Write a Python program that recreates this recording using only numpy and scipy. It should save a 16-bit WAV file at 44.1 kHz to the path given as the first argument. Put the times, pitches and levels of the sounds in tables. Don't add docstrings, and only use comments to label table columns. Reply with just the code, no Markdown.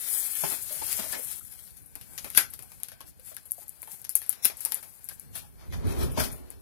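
import sys
import numpy as np
from scipy import signal
from scipy.fft import rfft, irfft
from scipy.io import wavfile
from scipy.ndimage import uniform_filter1d, minimum_filter1d

SR = 44100
rng = np.random.default_rng(int(sys.argv[2]) if len(sys.argv) > 2 else 0)


def master(y):
    cut = np.clip(np.atleast_2d(y).T, -1, 1)
    pcm = np.round(cut * 32767)
    wavfile.write(sys.argv[1], SR, pcm.astype(np.int16))


def elevation(decibels):
    levels = np.asarray(decibels, float)
    return 10 ** (levels / 20)


N = 291677

# (top [s], rise per 20 dB [s], fall per 20 dB [s], fizz [dB], heft [dB])
POUCH = [(0.153, 0.32, 0.24, -29.5, -13), (0.265, 0.7, 0.1, -34.5, -14.5), (0.37, 0.23, 0.36, -34.5, -15),
         (.45, 0.23, 0.2, -33, -11), (0.527, 0.2, 0.08, -31.5, -8.5), (0.738, 0.5, 0.18, -37.5, -12.5),
         (0.923, 0.33, 0.17, -32, -11), (0.999, 0.13, 0.01, -34.5, -7.5), (1.035, 0.23, 0.01, -35.5, -7.5),
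         (1.128, 0.4, 0.1359, -36.5, -9.5), (1.25, 0.35, 0.2, -39, -15.5), (1.32, 0.1, 0.05, -39, -11),
         (1.398, 1.2, 0, -42.5, -12.5), (1.54, 0.4, 0.5, -49, -13.5)]
# (top [s], rise per 20 dB [s], fall per 20 dB [s], fizz [dB], heft [dB])
DRAGS = [
    (5.358, 0.02, 0.077, -40, -6),
    (5.382, .05, 0.081, -45, -6.5),
    (6.25, 0.054, 0.046, -37, -6),
    (5.736, 0.013, 0.091, -51.5, 5),
    (6.038, 0.12, 0.062, -40.5, -1),
    (6.12, 0.16, 0.04, -56.5, 0),
    (6.179, 0.007, 0.12, -37.5, 3),
    (6.204, 0.038, 0.076, -35, -0.5),
    (6.323, 0.019, 0.099, -46, -21),
    (6.505, 0.003, 0.077, -55, -1.5),
]
# (middle [s], half length [s], fizz [dB], heft [dB])
SWIPES = [(2.542, 0.0097, -49, -3.5), (3.083, 0.016, -50, -12), (3.285, 0.031, -45.5, -12.5),
          (3.608, 0.022, -46, -18.5), (3.933, 0.023, -44.5, -14), (4.001, 0.007, -54.5, -13),
          (4.39, 0.17, -61.5, 1), (4.587, 0.016, -51.5, -9.5), (4.776, 0.019, -53, 0.5),
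          (5.137, 0.015, -51, -26), (5.443, 0.034, -64, -1.5), (5.634, 0.034, -70.5, 10),
          (5.903, 0.032, -49.5, 3.5)]
# (time [s], fizz [dB])
FIDGET = [(1.49, -77), (1.62, -57), (1.75, -70), (1.93, -66), (2.1, -51.5), (2.33, -51.5), (2.48, -64),
          (2.72, -55.5), (3.0, -67.5), (3.2, -68.5), (3.56, -60), (3.99, -53.5), (4.14, -74), (4.55, -67),
          (4.63, -46.5), (5.02, -57), (5.5, -65.5), (6.62, -67)]
FIDGET_DB = [0, -71, -72.5]
FIDGET_LEAN = [1, 0.58, 0.65]
BODY_DB, BODY_LEAN = -3.5, 1.606

# (frequency [Hz], density [dB per Hz])
FIZZ = [(2650, -52), (4500, -20), (4850, -13), (5760, -15.5), (6730, -7), (7820, -3), (9140, -2),
        (10800, 3), (15000, -4.5), (16200, -21.5)]
SCRAPE = [(650, -15.5), (1100, -15), (1220, -5.5), (1720, -2.5), (1880, -2), (5590, 1.5), (7000, -4),
          (9100, -33), (15400, -120)]
BODY = [(110, -17), (180, -7.5), (383, -3.5), (446, -5), (867, -2.5), (978, -4.5), (2000, -10),
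        (2600, -9.5), (4400, -120)]

# (frequency [Hz], density [dB per Hz])
HUSH = [(18, -30), (30, 3.5), (86, -2), (554, -15.5), (721, -9.5), (1220, -21.5), (1810, -16), (3770, -17),
        (4190, -8), (4530, -13.5), (7270, -20), (11100, -8), (13700, -12), (16000, -22)]
HUSH_DB = -61.5
# (frequency [Hz], width [Hz], level [dB])
PIPES = [
    (746, 430, -81),
    (1560, 90, -78),
    (2280, 90, -82.5),
]

# (time [s], snap [dB], shell against snap [dB], room answer [dB])
TICKS = [(.0085, -28, -18, -30), (.128, -28, -23, -19), (.265, -25.5, -25, -24), (.353, -26.5, -14, -22),
         (.4394, -35, -20, -17), (.5053, -30, -29, -20), (.711, -39, -22, -29), (0.867, -27, -37, -27),
         (.928, -23, -22, -16), (1.1254, -27, -24, -27), (1.2474, -31.5, -27, -9), (1.314, -33, -19, -10),
         (1.368, -36, -25, -23), (1.3955, -32.5, -25, -20), (1.4316, -46, -25, -25),
         (1.4499, -40, -20.5, -10), (1.5906, -42, -15.5, -9), (1.7065, -46, -17, -12),
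         (1.818, -47.5, -30.5, -9), (1.8597, -47, -32, -5.5), (1.9255, -57, -28, -16),
         (2.3507, -28, -15, -28), (3.38, -53, -15, -29), (3.6985, -42, -37, -19),
         (3.917, -34.5, -25.5, -14), (4.242, -43, -26, -18), (5.871, -41, -14, -14),
         (6.117, -44.5, -26, -3)]
CAPS = [(1.52, -46, -19, -0.5), (1.669, -43.5, -17, -10), (1.7678, -43.5, -20, -6.5),
        (2.178, -30, -10.5, -12), (2.1849, -39, 1, -23), (2.357, -37, -28, -22), (2.36, -32, -13, -21),
        (2.3765, -4.5, -12, -21.5), (2.5365, -33, -23, -11.5), (2.833, -22.5, -16.5, -21),
        (3.343, -45, -24, -6), (3.5094, -32, -47, -16), (3.5185, -33, -51, -17), (3.5184, -20.5, -52, -20),
        (4.0166, -35.5, -37, -26), (4.043, -38.5, -13.5, -10), (4.0932, -19.5, -26.5, -16),
        (4.154, -6.5, -29.5, -19.5), (4.4477, -11.5, -14.5, -21), (4.453, -6, -16.5, -21),
        (4.5697, -36, -29.5, -12), (4.6057, -28, -20, -10.5), (4.6505, -18.5, -19, -19.5),
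        (5.043, -33.5, -43, -13), (5.1967, -32.5, -27, -18), (5.3536, -34.5, -12.5, -7.5)]
CASES = [(1.639, -42.5, -20, -19), (2.0118, -39.5, -14.5, -11), (2.3017, -30.5, -16.5, -15),
         (2.349, -27, -5.5, -19.5), (2.374, -3.5, -15.5, -16), (2.3753, -8, -14.5, -20),
         (2.8847, -36.5, -12.5, -14), (2.9174, -42, -9.5, -11), (3.1966, -45.5, -17, -12.5),
         (3.3662, -33, -11.5, -16.5), (4.0495, -31.5, -12, -30), (4.2175, -35.5, -6.5, -17.5),
         (4.226, -35, -34, -12), (4.2938, -12.5, -28, -20), (4.3276, -34.5, -12, -13.5),
         (4.4565, -10.5, -17.5, -22), (4.7203, -18, -17.5, -18), (4.744, -19, -27, -16),
         (5.0879, -30, -15, -12.5), (6.1975, -27.5, -8, -3.5)]
TUBES = [(1.954, -33, -16.5, -14), (2.134, -41.5, -17, -16), (2.244, -34.5, -13, -8),
         (2.502, -42.5, -39, -5.5), (2.5911, -34.5, -16.5, -16.5), (2.6237, -36, -23.5, -13),
         (2.718, -42, -12, -17), (2.801, -43, -19.5, -13), (3.0058, -39, -13.5, -13.5),
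         (3.013, -39.5, -10, -24), (3.4545, -44, -27.5, -4), (3.6814, -33, -38, -22),
         (3.6935, -31.5, -44, -24), (3.819, -32.5, -47.5, -13), (3.8293, -32.5, -18, -22),
         (3.874, -37.5, -16.5, -13), (4.263, -40, -28, -9.5), (4.499, -40.5, -0.5, -17.5),
         (4.6578, -22.5, -22, -16), (4.715, -33.5, -16, -25), (4.8274, -41, -18, -5.5),
         (5.7241, -50, 0, -5.5), (6.1757, -39, -5, -24.5), (6.3163, -40, -23, -8), (6.327, -35, -22, -12),
         (6.5035, -33.5, -28, -20)]
# (shell ring [Hz], thud under the shell [dB])
SHELLS = [
    (6530, -20),
    (2400, -5.5),
    (1700, -17.5),
    (4530, -23.5),
]
SNAP_EDGE = [5.5, 3.5, 2.5]

# (time [s], peak [dB], pitch [Hz], T60 [s])
THUDS = [(.432, -34, 150, 0.16), (.438, -39, 290, 0.11), (.438, -33.5, 606, 0.11), (.44, -39, 386.4, 0.37),
         (.52, -42.5, 170, .12), (.818, -36, 567, .09), (.84, -44, 92, 0.18), (.992, -37, 225, 0.11),
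         (1.062, -38.5, 250, .1), (1.175, -41, 245, .1), (1.955, -44.5, 298, .08),
         (2.372, -32.5, 189, 0.094), (2.378, -23, 1618, .13), (2.378, -23.5, 2370, 0.1),
         (2.378, -32, 2760, .07), (2.63, -53, 750, .12), (2.92, -48, 640, .1), (3.19, -51, 518, 0.12),
         (3.37, -46, 1650, 0.086), (4.447, -46, 205, 0.11), (5.283, -43.5, 108, 0.28),
         (5.61, -45, 90.3, .3), (5.675, -33, 75, .3), (5.72, -32, 93, .25), (5.834, -25.5, 80, 0.26),
         (5.88, -25.5, 69.7, 0.26), (5.925, -30.5, 110, 0.23), (5.975, -30, 72, 0.28),
         (5.84, -33.5, 249.6, .3), (5.88, -32, 229, 0.26), (5.86, -34, 347, 0.31), (6.035, -31.5, 92, 0.28),
         (6.075, -34.5, 84.2, .25), (6.172, -29.5, 125, 0.14), (6.192, -29.5, 105, 0.18),
         (6.18, -29, 253.5, 0.32), (6.175, -33, 427, .2), (1.3, -51.5, 850, 0.14), (1.41, -54, 1290, 0.099),
         (3.05, -53, 327, 0.31), (4.78, -48, 1600, .15), (1.771, -61, 1625, 0.19)]
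# (time [s], peak [dB], pitch [Hz], T60 [s], scuff [dB])
KNOCKS = [(0.436, -28, 891, 0.14, -28.5), (0.516, -41, 387, 0.17, -38.5), (0.706, -43, 611, 0.31, -48),
          (0.816, -32, 876, 0.092, -37.5), (0.989, -36, 650, 0.1, -36), (1.038, -33.5, 648, 0.12, -40.5),
          (1.128, -33, 1730, 0.14, -35.5), (1.145, -37, 2160, 0.13, -39), (1.155, -40, 626, 0.23, -46),
          (1.189, -35, 521, 0.12, -66), (2.377, -25, 1502, 0.22, -43.5), (3.315, -36, 615, 0.073, -49.5),
          (3.582, -43.5, 695, 0.07, -61.5), (3.615, -51.5, 835, 0.13, -56), (4.827, -44, 630, 0.09, -66),
          (5.11, -43, 1700, 0.073, -46), (5.43, -54.5, 830, 0.24, -63), (6.335, -46, 610, 0.14, -66),
          (6.005, -27, 359, 0.19, -39.5), (6.172, -23.5, 616, 0.19, -47), (6.175, -28, 944, 0.16, -53),
          (3.828, -43, 1005, 0.053, -50), (3.876, -43, 854, 0.095, -58), (3.93, -51, 844, 0.082, -60),
          (4.66, -41, 894, 0.1, -55), (4.72, -41, 942, 0.12, -58), (3.006, -41, 1100, 0.049, -58),
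          (4.155, -44, 894, 0.081, -53), (2.252, -45, 558, 0.12, -44), (1.06, -36.5, 618, 0.075, -45)]
KNOCK_SPREAD, KNOCK_SIDE_DB = 0.07, -2
THUMP_DB = -1.5

# (top [s], rise per 20 dB [s], fall per 20 dB [s], rumble [dB])
JOLTS = [(0.44, 0.3, 0.5, -56.5), (0.85, -0.3, 0.7, -58), (0.99, 0.5, 0.8, -58.5), (1.35, 2, -0.5, -64),
         (1.8, 0.5, -3, -64), (2.37, -1.5, -0.5, -59), (2.95, -4, 1.5, -63), (4.46, 5, 5, -71),
         (5.3, 0.4, 1, -55), (5.735, 0.12, 0.53, -41), (5.85, 0, -0.2, -34), (6.04, 0.21, -0.28, -35),
         (6.19, -0.06, -0.13, -31), (6.42, -2, 2.5, -62.5)]
STAND_DB = -69
# (frequency [Hz], density [dB per Hz])
RUMBLE = [(21, -31.5), (38, 4), (65, 2.5), (95, -0.5), (155, -4), (193, -9), (264, -12), (346, -16),
          (475, -17.5), (680, -28.5), (1140, -120)]
# (top [s], rise per 20 dB [s], fall per 20 dB [s], level [dB])
SHOVES = [
    (5.845, 0.11, 0.8, -41.5),
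    (5.91, 0.2, 0.54, -43),
    (6.02, 0.2242, 0.17, -33.5),
    (6.18, 0.02, 0.29, -37),
    (5.72, 0.34, 3, -62),
]
# (frequency [Hz], width [Hz], level [dB])
PLATE = [
    (72, 25, -0.5),
    (254.5, 60, -4.5),
    (360, 55, -7),
    (605, 230, -26),
]

# (frequency [Hz], left-right coherence [0-1])
SAME = [(60, .97), (200, .93), (350, .85), (600, .3), (900, .1), (15000, .0)]
BASS_TURN = 2.85
# (frequency [Hz], left over right [dB])
LEFT_BRIGHTER = [(60, -2.5), (240, 0.5), (950, 5.5), (3800, 3.5), (6000, 12), (8000, 13.5), (11000, 26),
                 (13000, 14), (15500, 18.5)]

# (frequency [Hz], against the local band [dB], against the
# loudest band [dB])
LOSS = [(500, -22, -60), (1400, -12, -50), (2600, -1, -28), (8000, 0, -25), (9500, -9, -36),
        (11500, -11, -36), (14000, -6, -36), (15500, -3, -30)]
STARVED_HZ = [2000, 2850, 3850, 4600, 5400, 6300, 7150, 7750]
EDGE_HZ, GRID = 15800, 401
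TOP_DB, TOP_DB_PER_KHZ = -33, 5
BURIED_DB = -54


def read(points, hz):
    f, value = np.transpose(points)
    return np.interp(np.log(hz + 1), np.log(f + 1), value)


def add(mix, s, sound):
    part = mix[..., round(s * SR):][..., :sound.shape[-1]]
    part += sound[..., :part.shape[-1]]


def taps_of(points, size=16384):
    gain_db = read(points, abs(np.fft.fftfreq(size, 1 / SR)))
    log_gain = np.log(elevation(np.maximum(gain_db, -70)))
    return np.fft.ifft(np.exp(np.conj(signal.hilbert(log_gain)))).real[:size // 2]


def coloured(x, points):
    taps = taps_of(points)
    return signal.oaconvolve(x, taps[None] / np.linalg.norm(taps), axes=1)[:, :N]


def resonate(x, hz, q):
    return signal.lfilter(*signal.iirpeak(hz, q, fs=SR), x)


def flicker(size, db):
    wander = uniform_filter1d(uniform_filter1d(rng.standard_normal(N), size), size)
    gain = elevation(db * wander / wander.std())
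    return gain / np.sqrt(np.mean(gain ** 2))


def coarse_times():
    return np.arange(N // 32 + 1) * 32 / SR


def spread_out(gain):
    return np.interp(np.arange(N) / 32, np.arange(len(gain)), gain)


def strokes(rows):
    top, rise, fall, db = np.transpose(rows)[:4, :, None]
    late = coarse_times() - top
    return elevation(db - 20 * np.maximum(late / abs(fall), -late / abs(rise)))


def rub_gains():
    t = coarse_times()
    middle, half, db, _ = np.transpose(SWIPES)[..., None]
    swipes = elevation(db) * np.exp(-((t - middle) / half) ** 2 / 2)
    shapes = np.vstack([strokes(POUCH + DRAGS), swipes])
    heft_db = np.array([row[-1] for row in POUCH + DRAGS + SWIPES])
    band_db = np.array([0 * heft_db, heft_db, BODY_DB + BODY_LEAN * heft_db])
    power = elevation(2 * band_db) @ shapes ** 2
    fidget_db = np.interp(t, *np.transpose(FIDGET))
    gains = []
    for k, (level_db, lean) in enumerate(zip(FIDGET_DB, FIDGET_LEAN)):
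        above_db = fidget_db + 60 * (k > 0)
        bed = elevation(level_db + lean * above_db)
        gains.append(spread_out(np.sqrt(power[k] + bed ** 2)))
    return np.array(gains)


def rubbing():
    gains = rub_gains()
    slips = np.array([flicker(size=600, db=1.3) * flicker(size=30, db=1.7) for band in gains])
    crackle = elevation(4.0 * np.minimum(rng.exponential(1, N), 3))
    crackle = crackle * (rng.random(N) < 350 / SR)
    grain = rng.standard_normal((3, 2, N)) + 1.1 * crackle * rng.standard_normal((2, N))
    band_gain = elevation(np.array([6, 4, 4]))[:, None]
    return (gains * slips * band_gain)[:, None] * grain


def hush():
    air = rng.standard_normal((2, N))
    bands = sum(elevation(db) * np.sqrt(SR / width) * resonate(air, hz, hz / width) for hz, width, db in PIPES)
    steady = elevation(HUSH_DB) * coloured(air, HUSH) * flicker(size=6000, db=1.5)
    return steady + bands * flicker(size=3000, db=5.0)


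def contacts():
    events = []
    for rows, (hz, thud_db) in zip([CAPS, TUBES, CASES, TICKS], SHELLS):
        for s, snap_db, heft_db, room_db in rows:
            shell_db = snap_db + heft_db
            events.append((s, snap_db, shell_db, shell_db + thud_db, room_db, hz))
    return events


def clicks():
    t, drive = np.arange(7000) / SR, np.zeros((3, 2, N))
    contact_t60 = np.array([0.003, 0.008, 0.011])[:, None, None]
    room_t60 = np.array([0.16, 0.19, 0.21])[:, None, None]
    band_db, wet_db = np.array([2, 12, 10]), np.array([4, 6, 8])[:, None, None]
    far = elevation([[0], [-3]])
    for s, snap_db, shell_db, thud_db, room_db, hz in contacts():
        noise, echoes = rng.standard_normal((3, 2, len(t))), rng.standard_normal((2, len(t)))
        peaks = np.clip(uniform_filter1d(echoes, size=9) * 3, -2, 2) - 0.11
        sparse = elevation(5 * np.exp(-t / 0.061) * peaks)
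        onset = 1 - np.exp(-t / 0.00043)
        tail = elevation(room_db + wet_db - 60 * t / room_t60) * onset * sparse
        sound = (elevation(-60 * t / contact_t60) * far + tail) * noise
        sound[0][:, [0, 4, 30]] += far * SNAP_EDGE
        sound[0] = 0.48 * sound[0] + 1.005 * resonate(sound[0], 11300, 5.0)
        own_hz = hz * elevation(1.5 * echoes[0, 0])
        sound[1] = 0.5 * sound[1] + 0.73 * resonate(sound[1], own_hz, 7.0)
        level = elevation(np.array([snap_db, shell_db, thud_db]) + band_db)[:, None, None]
        add(drive, s + 0.0004, level * sound)
    return drive


def knocks():
    t, out = np.arange(12000) / SR, np.zeros((2, N))
    main = (np.arange(7) == 0)[:, None]
    weight = np.where(main, 1, elevation(KNOCK_SIDE_DB) / 2)
    for s, peak_db, hz, t60, *_ in KNOCKS + THUDS:
        spread, phase = rng.standard_normal((2, 2, 7, 1))
        mode_hz = hz * (1 + KNOCK_SPREAD * spread * ~main)
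        ring = (weight * np.sin(2 * np.pi * (mode_hz * t + phase))).sum(1)
        rattle = 1 + 0.35 * uniform_filter1d(rng.standard_normal(len(t)), size=400) * 20
        decay = elevation(peak_db - 2.5 - 60 * t / max(t60, 0.01))
        add(out, s, decay * rattle * (1 - np.exp(-t * hz / 0.6)) * ring)
    return out


def scuffs():
    t, drive = np.arange(12000) / SR, np.zeros((3, 2, N))
    for s, _, _, t60, scuff_db in KNOCKS:
        shape = elevation(1.5 - 60 * t / max(1.15 * t60, 0.01)) * (1 - np.exp(-t / 0.0022))
        level = elevation([scuff_db, scuff_db + THUMP_DB])[:, None, None]
        add(drive[1:], s, level * shape * rng.standard_normal((2, 2, len(t))))
    return drive


def stand():
    shake = spread_out(np.sqrt((strokes(JOLTS) ** 2).sum(0) + elevation(2 * STAND_DB)))
    push = elevation(6.0) * shake * flicker(size=900, db=1.5)
    slide = spread_out(np.sqrt((strokes(SHOVES) ** 2).sum(0))) * rng.standard_normal((2, N))
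    drum = sum(elevation(db) * np.sqrt(SR / width / 3) * resonate(slide, hz, hz / width) for hz, width, db in PLATE)
    return coloured(push * rng.standard_normal((2, N)), RUMBLE) + drum


def scene():
    fizz, scrape, body = rubbing() + clicks() + scuffs()
    plastic = coloured(fizz, FIZZ) + coloured(scrape, SCRAPE) + coloured(body, BODY)
    return plastic + hush() + knocks() + stand()


def framed(x, size):
    n, k, grid = np.arange(2 * size) + 0.5, np.arange(size) + 0.5, GRID % size
    window = np.sin(np.pi * n / (2 * size))[:, None]
    basis = np.sqrt(2 / size) * window * np.cos(np.pi / size * np.outer(n + size / 2, k))
    padded = np.pad(x, ((0, 0), (size - grid, 2 * size - (N - grid) % size))).reshape(2, -1, size)
    return np.concatenate([padded[:, :-1], padded[:, 1:]], axis=2), basis, k * SR / (2 * size)


def lapped(back):
    size = back.shape[2] // 2
    first = np.pad(back[..., :size], ((0, 0), (0, 1), (0, 0)))
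    second = np.pad(back[..., size:], ((0, 0), (1, 0), (0, 0)))
    return (first + second).reshape(2, -1)[:, size - GRID % size:][:, :N]


def clipped_short(x, snappy, size=128):
    frames, basis, hz = framed(x, size)
    lines = frames @ basis
    snappy = np.repeat(snappy.any(0, keepdims=True), 8, axis=1)[:, 3:][:, :lines.shape[1]]
    band = uniform_filter1d(uniform_filter1d(lines ** 2, size=5), size=2, axis=1)
    loudest = band[..., hz > 1500].max((0, 2), keepdims=True)
    snap = -minimum_filter1d(-loudest, size=9, axis=1)
    loss_hz, _, loss_db = np.transpose(LOSS)
    under_db = np.interp(hz, loss_hz, loss_db)
    luck = uniform_filter1d(rng.standard_normal(band[:1].shape), size=6)
    luck = uniform_filter1d(luck, size=3, axis=1) * np.sqrt(18)
    band = band * elevation(2 * 6 * luck)
    under_loudest = band < elevation(2 * under_db - 1) * loudest
    under_snap = (band < elevation(2 * BURIED_DB) * snap) & (hz > 1500)
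    return lapped((lines * ~((under_loudest | under_snap) & snappy)) @ basis.T)


def patchy(x, size=1024):
    frames, basis, hz = framed(x, size)
    lines = frames @ basis
    loss_hz, *loss_db = np.transpose(LOSS)
    dead_db, under_db = (np.interp(hz, loss_hz, db) for db in loss_db)
    band = uniform_filter1d(lines ** 2, size=16)
    wide = uniform_filter1d(band, size=60)
    far_under = band < elevation(2 * under_db) * wide[..., hz > 1500].max(2, keepdims=True)
    top_db = TOP_DB + TOP_DB_PER_KHZ * (hz - EDGE_HZ) / 1000
    faint = wide < elevation(2 * top_db) * band.max((0, 2), keepdims=True)
    patches = rng.standard_normal((1, frames.shape[1], size // 8))
    patches = uniform_filter1d(patches, size=5, axis=1) * np.sqrt(5)
    patches = np.repeat(patches, 8, axis=2)
    patches = patches + 1.6 * sum(np.exp(-((hz - f) / 70) ** 2) for f in STARVED_HZ)
    right_db = np.where(hz > 6500, -3, dead_db)
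    dead_db = np.array([dead_db, right_db])[:, None]
    weak = lines ** 2 < band * elevation(2 * np.minimum(dead_db + 2 + 5.5 * patches, 9))
    steady = abs(frames).max(2, keepdims=True) < 7 * frames.std(2, keepdims=True)
    lost = (far_under | weak | faint | (hz > EDGE_HZ)) & steady
    return clipped_short(lapped((lines * ~lost) @ basis.T), ~steady)


def band_limit(x):
    return signal.sosfilt(signal.butter(12, 16370, fs=SR, output="sos"), x)


def record(dry):
    size = 2 ** 19
    left, own = rfft(dry, size)
    same = np.clip(read(SAME, np.fft.rfftfreq(size, 1 / SR)), -0.98, 0.98)
    right = irfft(same * np.exp(1j * BASS_TURN) * left + np.sqrt(1 - same ** 2) * own)[:N]
    dulled = signal.oaconvolve(right, taps_of([(hz, -db) for hz, db in LEFT_BRIGHTER]))[:N]
    hiss = elevation(-74.5) * rng.standard_normal((2, N))
    bass_cut = signal.butter(4, 42, "high", fs=SR, output="sos")
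    ports = signal.sosfilt(bass_cut, [dry[0], dulled] + hiss)
    mix = patchy(np.clip(ports, -1, 1))
    return band_limit(mix)


dry = scene()
out = record(dry)
master(out)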